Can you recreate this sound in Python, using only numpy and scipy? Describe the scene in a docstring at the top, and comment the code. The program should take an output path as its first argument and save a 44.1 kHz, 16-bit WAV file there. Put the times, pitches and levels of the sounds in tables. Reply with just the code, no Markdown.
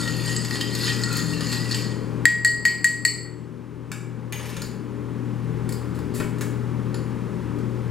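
"""Refrigerators hum in a bar room throughout, as steady tones over a rush of air.
At first a bar spoon stirs ice in a mixing glass: colliding cubes grind, scrape and set the damped glass singing.
The spoon then ticks five times on the rim, and the freer glass rings; the spoon is laid down with a short clank.
A spring strainer is picked up with a rattle and seated on the glass, and the glass is lifted, brushing glassware.
The camera's gain control ducks under loud sound such as the taps, then creeps back up."""
import sys
import numpy as np
from scipy import signal
from scipy.fft import rfft, irfft, next_fast_len
from scipy.io import wavfile
from scipy.ndimage import minimum_filter1d

SR = 44100
rng = np.random.default_rng(int(sys.argv[2]) if len(sys.argv) > 2 else 0)


def put_to_file(sound):
    """Save the sound as 16-bit audio at rate SR, in the file named by the first command-line argument."""
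    columns = np.atleast_2d(sound).T  # one column per channel
    safe = np.clip(columns, -1, 1)
    whole_steps = np.round(safe * 32767)
    wavfile.write(sys.argv[1], SR, whole_steps.astype(np.int16))


N = 348390
TIME = np.arange(N) / SR
CUTOFF_HZ = 15900   # top of the recorded band


def from_db(db):
    """Decibels to gain."""
    return 10 ** (np.asarray(db) / 20)


def in_time(rows):
    """Draw a curve through (time, value) rows, at every sample."""
    return np.interp(TIME, *np.transpose(rows))


def at_hz(points, hz):
    """Read a spectrum on a log-frequency axis."""
    known, values = np.transpose(points)
    return np.interp(np.log(hz + 1), np.log(known), values)


def rms_one(x):
    """Scale to unit power."""
    return x / np.sqrt(np.mean(x ** 2) + 1e-20)


def smooth(x, seconds):
    """One-pole lag."""
    r = np.exp(-1 / (seconds * SR))
    return signal.lfilter([1 - r], [1, -r], x)


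def colour(x, points, tilt_db=0):
    """Shape noise by a spectrum, tilted in dB per octave above 1 kHz."""
    hz = np.fft.rfftfreq(x.shape[-1], 1 / SR)
    octaves = np.log2(np.maximum(hz / 1000, 1))
    gain = from_db(at_hz(points, hz) + tilt_db * octaves)
    return irfft(rfft(x) * gain, x.shape[-1])


def drift(rate):
    """Slow random wander of spread one, with its cutoff at rate Hz."""
    knots = rng.standard_normal(int(N / SR * 100))   # 100 per second
    lowpass = signal.butter(2, min(rate, 45), fs=100, output="sos")
    slow = signal.sosfiltfilt(lowpass, knots, padtype="even")
    return np.interp(TIME, np.linspace(0, N / SR, len(slow)), rms_one(slow))


def add(track, s, sound):
    """Mix a sound in at time s."""
    part = track[int(s * SR):][:len(sound)]
    part += sound[:len(part)]


def crack(spectrum, ms, tilt_db=0, sliding_ms=20):
    """The brief, crowded ringing of a hard contact; a long one is a slide and swells in."""
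    t = TIME[:SR // 8]
    swell = 1 - np.exp(-4000 * t / ms) if ms > sliding_ms else 1
    decay = np.exp(-1000 * t / max(ms, .5))
    return rms_one(colour(rng.standard_normal(len(t)), spectrum, tilt_db)) * swell * decay


def ring(hz, t60, db):
    """Modes set ringing by one blow, each dying exponentially."""
    t = TIME[:SR * 3 // 4, None]
    return np.sum(from_db(db - 60 * t / t60) * np.sin(2 * np.pi * hz * t), axis=1)


def resonate(x, hz, cycles):
    """A resonance that dies by 60 dB in so many cycles and keeps the power of what drives it."""
    r, w = from_db(-60 * hz / (cycles * SR)), 2 * np.pi * hz / SR
    zeros = np.sqrt((1 - r * r) / 2) * np.array([1, 0, -1])
    return signal.lfilter(zeros, [1, -2 * r * np.cos(w), r * r], x + 1e-18)


def grains(per_s, spread_db):
    """Random tiny collisions of uneven size."""
    when, size, sign = rng.random((3, N))
    at, out = when < per_s / SR, np.zeros(N)
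    strength_db = spread_db * np.minimum(-np.log(1 - size[at]), 3.5)
    out[at] = from_db(strength_db) * np.sign(sign[at] - .5)
    return rms_one(out)


def contacts(table, modes, spectrum, scatter_db=3.5):
    """Each contact cracks and rings the body; its brightness tilts both crack and ring."""
    out, (hz, t60, mode_db) = np.zeros(N), np.transpose(modes)
    for s, crack_db, ms, tilt_db, ring_db in table:
        strengths = mode_db + tilt_db * np.log2(hz / 4000) + scatter_db * rng.standard_normal(len(hz))
        add(out, s, from_db(crack_db) * crack(spectrum, ms, tilt_db))
        add(out, s, ring(hz, t60, ring_db + strengths))
    return out


# stereo spread of diffuse sound: (f/Hz, side minus mid level/dB)
SIDE_WIDTH = [(30, 2), (100, -18), (400, -14.5), (1000, -16.5), (2500, -20), (4500, -15), (8000, -7.5),
              (12000, -2)]


def diffuse(size):
    """Stereo noise from all sides: the two capsules differ most at the bottom and top of the band."""
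    mid, side = rng.standard_normal((2, size))
    width = from_db(at_hz(SIDE_WIDTH, np.fft.rfftfreq(size, 1 / SR)))
    return irfft((rfft(mid) + width * rfft(side) * [[1], [-1]]) / np.hypot(1, width), size)


# compressor and fan tones before they waver: (f/Hz, rms level/dB)
HUM_TONES = [(58.5, -48), (81, -43.5), (120, -27), (162, -36.5), (212.5, -45.5), (241, -41), (293.8, -37.5),
             (362.5, -42.5), (410.8, -41.5), (449, -46.5), (516, -50)]
# rush of air in the room: (f/Hz, level/dB per Hz)
AIR_RUSH = [(25, -67.5), (50, -82), (90, -62), (140, -56.5), (200, -50), (280, -55), (400, -59.5),
            (550, -65.5), (800, -69), (1100, -72), (2000, -81.5), (4000, -93), (10000, -98.5),
            (15500, -107)]
# how much faster the second compressor runs than the loudest tone: (t/s, f/Hz faster)
COMPRESSOR_BEAT = [(0, 1.35), (2.8, 1.45), (3.8, 0.8)]
BEAT_DB, FIRST_SWELL_S = -11.5, 0.26   # its level against the loudest tone; when the two first add up


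def refrigerators(waver_db=3.5, wander_hz=0.34):
    """Tones waver over the rush of air; a second compressor beats slowly against the loudest tone."""
    hum, strongest = 0, max(db for hz, db in HUM_TONES)
    beats = np.cumsum(in_time(COMPRESSOR_BEAT)) / SR
    ahead = 2 * np.pi * (beats - np.interp(FIRST_SWELL_S, TIME, beats))
    for hz, db in HUM_TONES:
        phase = 2 * np.pi * (np.cumsum(hz + wander_hz * drift(1.66)) / SR + rng.random())
        if db == strongest:
            tone = np.sin(phase) + from_db(BEAT_DB) * np.sin(phase + ahead)
        else:
            tone = from_db(waver_db * drift(2.8)) * np.sin(phase)
        hum = hum + np.sqrt(2) * from_db(db) * tone
    air = colour(diffuse(next_fast_len(N)), AIR_RUSH)[:, :N]
    return hum + np.sqrt(SR / 2) * air


# how long the room rings: (f/Hz, 60 dB decay t/s)
ROOM_DECAY = [(300, 0.36), (2000, 0.59), (5000, 0.45), (9000, 0.45), (15000, 0.41)]


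def room(x, build_s=0.001):
    """Dense echoes from counter, shelves and walls; each band of noise dies at its own pace."""
    size = SR * 3 // 4
    t, hz, noise, tail = TIME[:size], np.fft.rfftfreq(size, 1 / SR), rfft(diffuse(size)), 0
    edges = [0, 1000, 3000, 6000, 9000, 12000, SR]   # band edges, Hz
    for low, high in zip(edges, edges[1:]):
        t60 = at_hz(ROOM_DECAY, min((low + high) / 2, CUTOFF_HZ))
        band = irfft(noise * (hz >= low) * (hz < high), size)
        tail = tail + band * from_db(-60 * t / t60)
    tail = rms_one(tail * (1 - np.exp(-t / build_s))) / np.sqrt(size)
    return signal.fftconvolve(x[None], tail, axes=1)[:, :N]


def near_bottles(x, scatter_db=-6, above_hz=5000, fade_s=0.0022):
    """Bottles around the glass scatter its treble, differently to each capsule."""
    t = TIME[:SR // 30]
    paths = rms_one(rng.standard_normal((2, len(t))) * np.exp(-t / fade_s)) / np.sqrt(len(t))
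    treble = signal.sosfilt(signal.butter(2, above_hz, "high", fs=SR, output="sos"), x)
    return from_db(scatter_db) * signal.fftconvolve(treble[None], paths, axes=1)[:, :N]


# ringing modes of neighbouring glassware: (f/Hz, 60 dB decay t/s, relative level/dB)
BOTTLE_MODES = [(4440, 0.029, -7), (4460, 0.025, -7), (4920, 0.018, -2), (5400, 0.011, -9.5),
                (7020, 0.06, -15), (6900, 0.019, -5.5), (10740, 0.075, -12.5), (11500, 0.07, -20),
                (14940, .04, -21)]
# light touches: (t/s, crack level/dB, crack decay/ms, brightness/dB per octave, ring level/dB)
GLASSWARE_TOUCHES = [(4.619, -25, 4, 3, -26.5), (6.944, -30, 4.6, -1.5, -31)]
# colour of a scratch on glass, for these touches and the strainer: (f/Hz, level/dB)
SCRATCH_COLOUR = [(400, 8.5), (1000, 4.5), (1900, 5), (3200, -7.5), (4600, -6), (5800, -10.5), (7000, -6),
                  (7700, 0), (8600, -9), (11700, -10), (13000, -14), (15500, -19.5)]


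def glassware():
    """Neighbouring glassware is brushed as strainer and glass are lifted: a scratch and a short clink."""
    return contacts(GLASSWARE_TOUCHES, BOTTLE_MODES, SCRATCH_COLOUR)


# ringing modes of the strainer: (f/Hz, 60 dB decay t/s, relative level/dB)
STRAINER_MODES = [(2050, 0.037, -2), (2366, 0.017, 9), (2900, 0.0091, 8), (6540, 0.15, -3.5),
                  (7424, 0.24, -14), (10300, 0.29, -20), (11250, 0.36, -21), (13380, 0.2, -14)]
# picking it up: (t/s, crack level/dB, crack decay/ms, brightness/dB per octave, ring level/dB)
STRAINER_PICKUP = [(4.324, -23, 4.4, 3, -32.5), (4.331, -32, 12, -2, -31.5), (4.396, -24.5, 9.5, -4.5, -59),
                   (4.457, -34, 11, 0, -37), (4.500, -29.5, 9.4, -1.5, -57), (4.567, -23, 3.4, 0.5, -44)]
# seating it: (t/s, crack level/dB, crack decay/ms, brightness/dB per octave, ring level/dB)
STRAINER_SEATING = [(5.691, -34, 6, 4.5, -44.5), (5.724, -34, 5.9, 8, -43), (5.946, -44.5, 22, 2.5, -55),
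                    (5.989, -43, 7.2, 2, -54), (6.140, -32.5, 38, 4.5, -48), (6.200, -22.5, 12.3, -3, -60),
                    (6.384, -39, 8, 0.5, -54), (6.410, -27, 10.4, 2, -53), (7.587, -45, 6.8, 0.5, -55)]
# coil rattling over the counter: (t/s, level/dB)
COIL_DRAG = [(4.32, -100), (4.34, -35), (4.47, -33.5), (4.56, -36), (4.68, -41), (4.78, -100)]
# colour of a hard contact, for strainer and spoon: (f/Hz, level/dB)
HARD_CONTACT = [(200, -24), (600, 8), (1100, -0.5), (2400, -1.5), (3600, -5.5), (6000, -8), (10000, -8),
                (15500, -21)]


def strainer(held_damping=0.29):
    """The strainer rings as it is picked up, its coil drags as a rattle, then it scratches the held glass."""
    held_glass = [(hz, t60 * held_damping, inside_db) for hz, t60, rim_db, inside_db in GLASS_MODES]
    coil = from_db(in_time(COIL_DRAG)) * colour(grains(per_s=600, spread_db=3.5), HARD_CONTACT)
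    pickup = contacts(STRAINER_PICKUP, STRAINER_MODES, HARD_CONTACT)
    return pickup + coil + contacts(STRAINER_SEATING, held_glass, SCRATCH_COLOUR)


# ringing modes of the spoon: (f/Hz, 60 dB decay t/s, relative level/dB)
SPOON_MODES = [(1098, 0.094, -2), (1670, 0.061, 2.5), (2280, 0.079, -2), (3680, 0.11, -10),
               (4370, 0.063, -6), (7340, 0.22, -9), (10700, 0.13, -16), (13220, .1, -12)]
# laying it down: (t/s, crack level/dB, crack decay/ms, brightness/dB per octave, ring level/dB)
SPOON_LANDING = [(3.917, -18, 3.8, -0.48, -29)]


def spoon_laid_down():
    """The spoon lands with a crack and its steel rings briefly."""
    return contacts(SPOON_LANDING, SPOON_MODES, HARD_CONTACT)


# mixing glass, undamped, some overtones in close pairs that beat; also played by stirring and strainer:
# (f/Hz, 60 dB decay t/s, relative level/dB struck on the rim, relative level/dB struck inside)
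GLASS_MODES = [(1898, 0.68, -3.5, -1), (2960, 0.122, -38, -29.5), (4410, 0.45, -32.5, -2),
               (4430, 0.15, -19, -11), (4805, 0.21, -23, -2.5), (4890, 0.19, -31.5, -5.5),
               (5480, 0.15, -39, -18.5), (6738, 0.11, -32.5, -8.5), (7610, 0.12, -20, -13),
               (7810, 0.074, -18, -27), (7675, 0.4, -25, -7), (11730, 0.15, -38.5, -42),
               (13280, 0.12, -43, -43)]
# spoon on the rim; the last level, for the pair in SPOT_PAIR_HZ, is set by the spot that is hit:
# (t/s, ring level/dB, extra overtone level/dB, lowest mode's decay share, tick level/dB, extra pair level/dB)
RIM_TAPS = [(2.2547, 1.36, -0.5, 0.9, -6, -5), (2.4480, 1.9, 1, 0.68, -5.5, 4),
            (2.6525, 3.1, 1, 0.5, -4, 3.5), (2.844, 4.77, -1.5, 0.54, -2.5, 3),
            (3.051, 2.6, 2.5, 0.22, -5.5, 7.5)]
# colour of the spoon's tick: (f/Hz, level/dB)
TICK_COLOUR = [(500, -37), (1200, -10), (1700, -19), (2000, 14), (2400, -10), (3000, -5.5), (3700, -26),
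               (4600, -7.5), (5700, -21), (7100, -11), (7800, 11), (8400, -18), (12500, -14.5),
               (15500, -33)]
SPOT_PAIR_HZ = (4300, 4500)


def rim_taps(tick_ms=2.4, radiate_hz=1550):
    """The spoon ticks on the rim and the glass rings; where the spoon lingers the lowest mode dies early."""
    ticks, note, overtones = np.zeros((3, N))
    hz, t60, rim_db, _ = np.transpose(GLASS_MODES)
    pair = (hz > SPOT_PAIR_HZ[0]) & (hz < SPOT_PAIR_HZ[1])
    for s, ring_db, overtone_db, length, tick_db, spot_db in RIM_TAPS:
        scatter = 1.1 * rng.standard_normal(len(hz))
        strengths = ring_db + overtone_db + rim_db + spot_db * pair + scatter
        add(note, s, ring(hz[:1], t60[:1] * length, ring_db + rim_db[:1]))
        add(overtones, s, ring(hz[1:], t60[1:], strengths[1:]))
        add(ticks, s, from_db(tick_db) * crack(TICK_COLOUR, tick_ms))
    # a small glass radiates little bass
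    small_body = signal.butter(6, radiate_hz, "high", fs=SR, output="sos")
    return signal.sosfilt(small_body, note), ticks + signal.sosfilt(small_body, overtones)


# colour of grinding ice, also of its knocks: (f/Hz, level/dB)
ICE_COLOUR = [(400, 6.5), (900, -0.5), (1400, 1.5), (2400, -1.5), (3000, 5.5), (3800, -5), (4600, 11),
              (5700, -9.5), (7000, 1), (8500, -4), (12000, -8.5), (15500, -16.5)]


def cubes(cycles=60, patchy_db=4.0, count=30):
    """Cubes click at pitches of their own, in spells as they tumble past the spoon; small chips click most."""
    out = 0
    for hz in np.geomspace(900, 14000, count) * rng.uniform(.96, 1.04, count):
        clicks = grains(per_s=60 + hz / 50, spread_db=3.8)
        level = from_db(at_hz(ICE_COLOUR, hz) + patchy_db * drift(10.0))
        out = out + resonate(clicks, hz, cycles) * np.sqrt(hz) * level
    return rms_one(out)


# a cube scraping along the wall: (middle t/s, half-length t/s, f/Hz, level/dB)
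WALL_SCRAPES = [(0.02, 0.066, 1385, -37.5), (0.293, 0.028, 2940, -39), (0.616, 0.0096, 3060, -27),
                (0.846, 0.097, 3600, -39.5), (0.887, 0.024, 3100, -29), (1.126, 0.11, 1360, -36.5),
                (1.43, 0.019, 2900, -40), (1.723, 0.011, 4600, -25.5), (1.751, 0.021, 2930, -34.5)]


def scrapes(cycles=28):
    """A sliding cube slips in quick jerks that ring one of its resonances."""
    slips, out = grains(per_s=1000, spread_db=3), 0
    for s, length, hz, db in WALL_SCRAPES:
        slide = slips * np.exp(-((TIME - s) / length) ** 2)
        out = out + from_db(db) * resonate(slide, hz, cycles)
    return out


# the spoon drives the ice round, about three and a half times a second: (t/s of the peak, vigour level/dB)
SPOON_PUSHES = [(0.02, -30), (0.31, -27.5), (0.55, -28.5), (0.88, -23), (1.18, -27.5), (1.522, -28),
                (1.75, -29)]
PUSH_RISE_DB_PER_S, PUSH_FALL_DB_PER_S = 58.5, 101
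COAST_DB = -34   # the ice keeps circling between pushes
STIR_END_S, SETTLE_DB_PER_S = 1.82, 89


def stir_vigour():
    """Each push builds up and falls away; the ice coasts in between and settles when the spoon stops."""
    level_db = COAST_DB - SETTLE_DB_PER_S * np.maximum(TIME - STIR_END_S, 0)
    for s, db in SPOON_PUSHES:
        drop_db = np.maximum(PUSH_RISE_DB_PER_S * (s - TIME), PUSH_FALL_DB_PER_S * (TIME - s))
        level_db = np.maximum(level_db, db - drop_db)
    return from_db(level_db)


# single ice knocks: (t/s, crack level/dB, crack decay/ms, brightness/dB per octave, ring level/dB)
KNOCKS = [(.077, -21, 4, -2.5, -31.5), (.364, -38, 1.8, 7.5, -24.5), (.449, -27, 4, 1, -32),
          (.509, -23, 4.5, -4, -27), (.556, -21, 2.9, -2.5, -28), (.611, -25, 6.1, 2, -24),
          (.751, -25, 6.4, 2.5, -29), (1.036, -32, 2.6, 4, -22.5), (1.128, -28.5, 6, 10, -39),
          (1.168, -25.5, 12, 7, -39), (1.408, -21, 4.4, -1, -40), (1.527, -20.5, 7.3, 0.5, -29),
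          (1.711, -28, 6, 0, -25.5), (1.746, -31, 3.8, 2, -24)]
# lowest mode of the glass as the drink swirls up its wall, before the wobble: (t/s, f/Hz)
SWIRL_PITCH = [(0.15, 1886), (0.3, 1898), (0.6, 1908), (0.9, 1913), (1.1, 1875), (1.4, 1866), (1.55, 1913),
               (1.9, 1898)]
SLOSH_HZ, SLOSH_PER_S = 22, 7.7   # spread of the quick pitch wobble, and the cutoff of its rate in Hz


def stirring(grind_db=-5, sing_db=-8, damping=0.23):
    """Cubes grind and knock the wall; hand and ice damp the glass, and the swirl bends its pitch."""
    vigour = stir_vigour()
    lowest_hz = in_time(SWIRL_PITCH) + SLOSH_HZ * drift(SLOSH_PER_S)
    turns = np.cumsum(lowest_hz / GLASS_MODES[0][0]) / SR   # shared bend of all modes
    hits = vigour * grains(per_s=530, spread_db=1.5)
    out = from_db(grind_db) * vigour * cubes() + scrapes()
    modes = [(hz, t60 * damping, inside_db) for hz, t60, rim_db, inside_db in GLASS_MODES]
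    for hz, t60, db in modes:
        spin, r = np.exp(2j * np.pi * hz * turns), from_db(-60 / (t60 * SR))
        push = hits * rng.standard_normal(N)   # every collision meets the wall at another spot
        # decay in a frame that turns with the mode, so that its pitch can bend
        swing = signal.lfilter([np.sqrt(2 * (1 - r * r))], [1, -r], push / spin + 1e-18)
        out += from_db(sing_db + db) * (spin * swing).imag
    return out + contacts(KNOCKS, modes, ICE_COLOUR)


def scene():
    """All is played on the counter, a step from the camera; the glass's lowest note arrives mostly direct."""
    note, ticks = rim_taps()
    stir = stirring()
    tools = spoon_laid_down() + strainer() + glassware()
    note_send = from_db(-12) * note
    echoes = room(from_db(-4) * stir + from_db(1.4) * tools + from_db(-1) * ticks + note_send)
    direct = from_db(-2.0) * stir + tools + from_db(-0.76) * ticks
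    return direct + note + echoes + refrigerators() + near_bottles(direct)


def gain_control(x, limit_db=-11.5, hold_s=0.63, release_db_per_s=4.5):
    """Loud sound pulls the gain down a moment late, so attacks overshoot; it waits, then creeps back."""
    power = smooth(x[0] ** 2, 0.0029)   # the left channel steers both
    over = np.maximum(10 * np.log10(power + 1e-12) - limit_db, 0)
    size = int(hold_s * SR) // 2 * 2 + 1
    held = -minimum_filter1d(-over, size, origin=size // 2, mode="nearest")
    creep = release_db_per_s * TIME
    released = np.maximum.accumulate(held + creep) - creep
    late = np.interp(TIME - .002, TIME, smooth(released, .0006))
    return x * from_db(-late)


# level balance of the microphone pair: (f/Hz, left minus right level/dB)
LEFT_LEAN = [(30, 8), (100, 9.8), (350, 10.3), (650, 5.4), (1100, 2.96), (2500, 1.6), (5000, 1.9),
             (8000, 2.4), (12000, 1.8)]
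# phase of the microphone pair: (f/Hz, left's lead/rad)
LEFT_LEAD = [(40, -1.1), (250, -0.83), (700, -0.92), (1200, -0.68), (2000, -0.2), (6000, 0.39),
             (12000, 0.99)]


def record(dry):
    """Unequal capsules, a narrow dip in the low mids, gain control, clipping and the top cut."""
    size = next_fast_len(N + SR // 8)
    hz = np.fft.rfftfreq(size, 1 / SR)
    balance = from_db(-at_hz(LEFT_LEAN, hz)) * np.exp(-1j * at_hz(LEFT_LEAD, hz))
    right = irfft(rfft(dry[1], size) * balance, size)[:N]
    x = np.array([dry[0], right])
    dip_hz, dip_q, dip_share = 690, 3.2, .82
    notched = signal.lfilter(*signal.iirnotch(dip_hz, dip_q, SR), x)
    x = x + dip_share * (notched - x)
    x = np.clip(gain_control(x), -1, 1)
    return signal.sosfilt(signal.ellip(10, .1, 80, CUTOFF_HZ, fs=SR, output="sos"), x)


dry = scene()
out = record(dry)
put_to_file(out)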